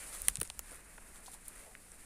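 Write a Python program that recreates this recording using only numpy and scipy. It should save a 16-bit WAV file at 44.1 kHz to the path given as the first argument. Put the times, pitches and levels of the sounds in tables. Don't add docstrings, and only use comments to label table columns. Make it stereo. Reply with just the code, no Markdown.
import sys
import numpy as np
from scipy import signal
from scipy.fft import rfft, irfft
from scipy.io import wavfile
from scipy.ndimage import uniform_filter1d

SR = 44100
rng = np.random.default_rng(int(sys.argv[2]) if len(sys.argv) > 2 else 0)


def wav_record(signal):
    frames = np.transpose(np.atleast_2d(signal))
    bounded = np.clip(frames, -1, 1)
    quanta = np.round(bounded * 32767).astype(np.int16)
    wavfile.write(sys.argv[1], SR, quanta)


N = 90404

# (time [s], hiss level [dB], air level [dB])
AMBIENCE_LEVELS = [(0, -46.5, -56.5), (.18, -48, -56.5), (.3, -49.5, -61.5), (.44, -57.5, -64),
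                   (.56, -55.5, -65.5), (.8, -59, -60), (.93, -57, -62), (1.24, -56, -61.5),
                   (1.41, -57.5, -64), (1.5, -55, -61), (1.64, -56.5, -63.5), (1.72, -58, -65),
                   (1.85, -57, -64), (2.05, -56.5, -62)]
# (frequency [Hz], relative density [dB])
LEFT_HISS_SPECTRUM = [(2500, -12), (4000, -4), (5800, -9), (7500, 3), (8600, 1.5), (10500, 5), (12200, -4),
                      (15500, -12.5)]
RIGHT_HISS_SPECTRUM = [(2500, -10.5), (4200, -9.5), (6300, -7.5), (8000, -1), (9300, 6), (10500, -1.5),
                       (12300, -10), (15500, -16.5)]
AIR_SPECTRUM = [(60, -23), (150, -14), (300, 2.5), (520, 4.5), (1000, 1), (1850, 3), (2600, 0), (3400, -17),
                (6000, -53)]
WIND_SPECTRUM = [(15, 3), (28, 4), (42, 2.5), (70, -7), (115, -16.5), (180, -10.5), (260, -13.5),
                 (500, -39)]
# (peak time [s], half length [s], hiss level [dB], rustle level [dB], rustle centre [Hz])
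GRASS_BRUSHES = [(0.029, 0.022, -60, -54.5, 2000), (0.151, 0.018, -41.5, -53, 1530),
                 (0.262, 0.02, -47, -61.5, 1550), (0.294, 0.0089, -40.5, -57.5, 1180),
                 (0.454, 0.014, -48, -61.5, 1800), (0.726, 0.052, -51, -58.5, 1630),
                 (1.164, 0.017, -52.5, -61.5, 1350), (1.27, 0.021, -51, -68, 1900),
                 (1.336, 0.015, -49, -80, 1280), (1.458, 0.0068, -53.5, -76, 1520),
                 (1.487, 0.0065, -49.5, -76, 1780), (1.598, 0.049, -54, -61, 1740),
                 (1.661, 0.047, -79, -60, 610)]
# (time [s], decay [s], level [dB], centre [Hz])
GRIP_BUMPS = [(0.191, 0.11, -51.5, 39), (.27, .03, -56.5, 125), (0.283, 0.0086, -41.5, 41.3),
              (.381, 0.004, -39.5, 131), (0.413, 0.0097, -49.5, 180), (0.401, 0.041, -51.5, 50.7),
              (0.5, 0.043, -59.5, 44), (0.565, 0.03, -49, 38)]
# (time [s], gap to second slip [s], level [dB], left minus right [dB],
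# left port lag [s], right port ring [Hz], body [Hz], edge [Hz], dull above [Hz],
# knock [dB], body [dB], edge [dB], top [dB]); the last four are relative to the level
CASE_SNAPS = [(0.2189, .0004, -33, -5.5, .00001, 9560, 2000, 7300, 17000, -43, -30, -13, -14),
              (0.2835, 0.00098, -17, -6.5, .000012, 9210, 2100, 6800, 18000, -23.5, -13, -12.5, -8),
              (0.356, 0.00025, -31.5, -7.5, 0, 8960, 2100, 6760, 11100, -51, -12.5, -5, -42),
              (0.370, 0.00079, -36.5, -13, -.00002, 9400, 2760, 6500, 14000, -30, -10, -11, -25),
              (0.4013, 0.00053, -36, -5, -.00002, 9400, 3230, 7100, 17000, -25, -16, -8.5, -9),
              (0.4126, 0.00036, -34.5, -19, .00003, 9500, 3900, 6100, 18000, -38, -8.5, -18, -18),
              (0.4145, 0.000719, -25.5, -3, .00004, 9380, 1520, 7540, 18000, -11, -8, -12, -2),
              (0.4309, 0.00057, -31, -8, -.00002, 9500, 1810, 7000, 15000, -23, -21.5, -17, -21),
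              (0.475, 0.00058, -50.5, -19, 0, 9500, 2800, 7060, 13000, -25, -14, 3.5, -20),
              (0.5004, 0.000287, -36, -7, -.00002, 9100, 1320, 5540, 16000, -29, -4, -9.5, -24),
              (0.5924, 0.00041, -32, 5.5, -.00004, 9700, 1100, 7600, 18000, -21, -12, -0.5, -1),
              (1.266, 0.00042, -58, -10, 0, 9100, 3800, 6550, 12000, -12, -7, 4.5, -15),
              (1.482, 0.0013, -37.5, 0, .00001, 9340, 3000, 7750, 17000, -42, -31, -20, -9.5),
              (1.9183, 0.0005, -46, -8, 0, 8400, 2780, 6040, 13000, -9.5, -18, -14, -21)]
# (time [s], decay [s], level [dB], centre [Hz], bandwidth [Hz], left minus right [dB])
FOOT_CRUNCHES = [(.2862, 0.00063, -42.5, 985, 390, 1), (0.5021, 0.00085, -51.5, 1150, 596, -9),
                 (.594, 0.0012, -49, 1080, 594, 2), (0.7161, 0.02, -48, 470, 394, 0),
                 (0.9794, 0.0031, -46.5, 1390, 1140, 7), (.982, 0.0037, -54.5, 640, 496, -5),
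                 (1.259, 0.018, -49.5, 4730, 3220, -6), (1.28, 0.0039, -46, 830, 300, 0),
                 (1.347, 0.0043, -54, 880, 248, 0), (1.7515, 0.00017, -45, 1850, 870, 5),
                 (1.7521, 0.00065, -58, 3450, 1390, -13)]

AIR_CORRELATION = 0.57


def amp(db):
    return 10 ** (np.asarray(db) / 20)


def pan(db):
    gains = amp([[db / 2], [-db / 2]])
    return gains / np.sqrt(np.mean(gains ** 2))


def unit(x):
    return x / np.sqrt(np.mean(x ** 2, axis=-1, keepdims=True))


def burst(x, seconds=.003):
    return x * np.sqrt(seconds * SR / (np.sum(x ** 2, axis=-1, keepdims=True) + 1e-20))


def noise(correlation, size=N):
    draws = rng.standard_normal((3, size))
    return np.sqrt(correlation) * draws[0] + np.sqrt(1 - correlation) * draws[1:]


def band(x, low_hz, high_hz, order=2):
    sos = signal.butter(order, [low_hz, high_hz], "band", fs=SR, output="sos")
    return signal.sosfilt(sos, x + 1e-18)


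def around(x, hz, width, order=2):
    return band(x, hz / (1 + width / 2), hz * (1 + width / 2), order)


def colour(x, spectrum):
    hz, db = np.array(spectrum).T
    f = np.maximum(np.fft.rfftfreq(N, 1 / SR), 1)
    gain = amp(np.interp(np.log(f), np.log(hz), db, right=-60))
    return unit(irfft(rfft(x) * gain, N))


def flicker(per_s):
    rough = uniform_filter1d(rng.standard_normal((2, N)), int(SR / per_s))
    return unit(uniform_filter1d(rough, int(SR / per_s / 2)))


def resonance(f, hz, width, db=0):
    power = 1 / (1 + ((f / hz - hz / f) / width) ** 4)
    return amp(db) ** 2 * power / power.mean()


def causal(power):
    cepstrum = irfft(np.log(power + 1e-9) / 2)
    half = cepstrum.shape[-1] // 2
    fold = np.r_[1, np.full(half - 1, 2), 1, np.zeros(half - 1)]
    return np.exp(rfft(cepstrum * fold))


def port_hiss():
    left, right = noise(correlation=0.009)
    return pan(-2.5) * np.array([colour(left, LEFT_HISS_SPECTRUM), colour(right, RIGHT_HISS_SPECTRUM)])


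def hillside(t, flicker_db=1.2, flicker_per_s=54):
    times, hiss_db, air_db = np.array(AMBIENCE_LEVELS).T
    hiss = port_hiss() * amp(np.interp(t, times, hiss_db) + flicker_db * flicker(flicker_per_s))
    foliage = amp(-77.5) * unit(around(noise(correlation=0), hz=5600, width=0.4))
    air = colour(noise(AIR_CORRELATION), AIR_SPECTRUM)
    air *= amp(np.interp(t, times, air_db) + flicker_db * flicker(flicker_per_s))
    wind = amp(-56.5) * colour(noise(correlation=0.34), WIND_SPECTRUM)
    return hiss + foliage + pan(3) * air + wind


def grass(t, grain_db=3.5):
    hiss_gain, rustle = 0, 0
    for peak, half_length, hiss_db, rustle_db, hz in GRASS_BRUSHES:
        swell = np.exp(-((t - peak) / half_length) ** 2 / 2)
        hiss_gain += amp(hiss_db) * swell
        rustle += amp(rustle_db) * swell * unit(around(noise(AIR_CORRELATION), hz, width=0.81))
    grain = unit(amp(grain_db * flicker(per_s=410)))
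    return grain * (hiss_gain * port_hiss() + rustle)


def add(out, x, start):
    i = max(int(start * SR), 0)
    out[:, i:i + x.shape[1]] += x[:, :N - i]


def grip_bumps(size=16384):
    out, t = np.zeros((2, N)), np.arange(size) / SR
    for start, decay, db, hz in GRIP_BUMPS:
        push = noise(0.11, size) * np.exp(-t / decay)
        thump = around(push, hz, width=1.19, order=3)
        add(out, amp(db) * pan(-17) * burst(thump, seconds=2 * decay), start)
    return out


def case_snaps(size=4096, lead_s=256 / SR):
    second_slip_db, scatter_db, scatter_decay_s = -3.5, -8, 0.0029
    left_ring_ratio, travel_at_1khz_s = 1.12, 0.002813
    out, t = np.zeros((2, N)), np.arange(size) / SR - lead_s
    f = np.maximum(np.fft.rfftfreq(size, 1 / SR), 1)
    delay = lambda seconds: np.exp(-2j * np.pi * f * seconds)
    bending = delay(travel_at_1khz_s * (2 * np.sqrt(1000 / f) - np.sqrt(1000 / 10000)))
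    for (start, gap, db, side_db, left_lag, ring_hz, body_hz, edge_hz, dull_hz,
         knock_db, body_db, edge_db, top_db) in CASE_SNAPS:
        slips = burst(irfft(delay(lead_s) * (1 + amp(second_slip_db) * delay(gap))))
        scatter = burst(noise(.5, size) * (t > 0) * np.exp(-np.abs(t) / scatter_decay_s))
        crack = slips + amp(scatter_db) * scatter

        ports = np.array([resonance(f, hz, width=.15) for hz in (ring_hz * left_ring_ratio, ring_hz)])
        edge = resonance(f, edge_hz, width=.36, db=edge_db)
        top = resonance(f, hz=12600, width=.38, db=top_db)
        knock = resonance(f, hz=504, width=0.73, db=knock_db)
        shell = resonance(f, body_hz, width=0.68) + resonance(f, hz=3040, width=1.0, db=0.5)
        lows = knock + amp(body_db) ** 2 * shell / shell.mean()
        power = pan(side_db) ** 2 * (ports + edge + top) + pan(side_db / 4) ** 2 * lows
        power /= 1 + (f / dull_hz) ** 20

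        path = bending * np.array([delay(left_lag), delay(0)])
        snap = burst(irfft(rfft(crack) * causal(power) * path))
        port_gains = np.sqrt(power.mean(1, keepdims=True))
        add(out, amp(db) * port_gains * snap, start - lead_s)
    return out


def footsteps(size=4096):
    out, t = np.zeros((2, N)), np.arange(size) / SR
    for start, decay, db, hz, width_hz, side_db in FOOT_CRUNCHES:
        crush = noise(0.83, size) * np.exp(-t / decay)
        crunch = band(crush, hz - width_hz / 2, hz + width_hz / 2)
        add(out, amp(db) * pan(side_db) * burst(crunch), start)
    return out


def scene():
    t = np.arange(N) / SR
    return case_snaps() + footsteps() + grip_bumps() + grass(t) + hillside(t)


def record(dry, cutoff_hz=16200):
    return signal.sosfilt(signal.ellip(8, .2, 70, cutoff_hz, fs=SR, output="sos"), dry)


dry = scene()
out = record(dry)
wav_record(out)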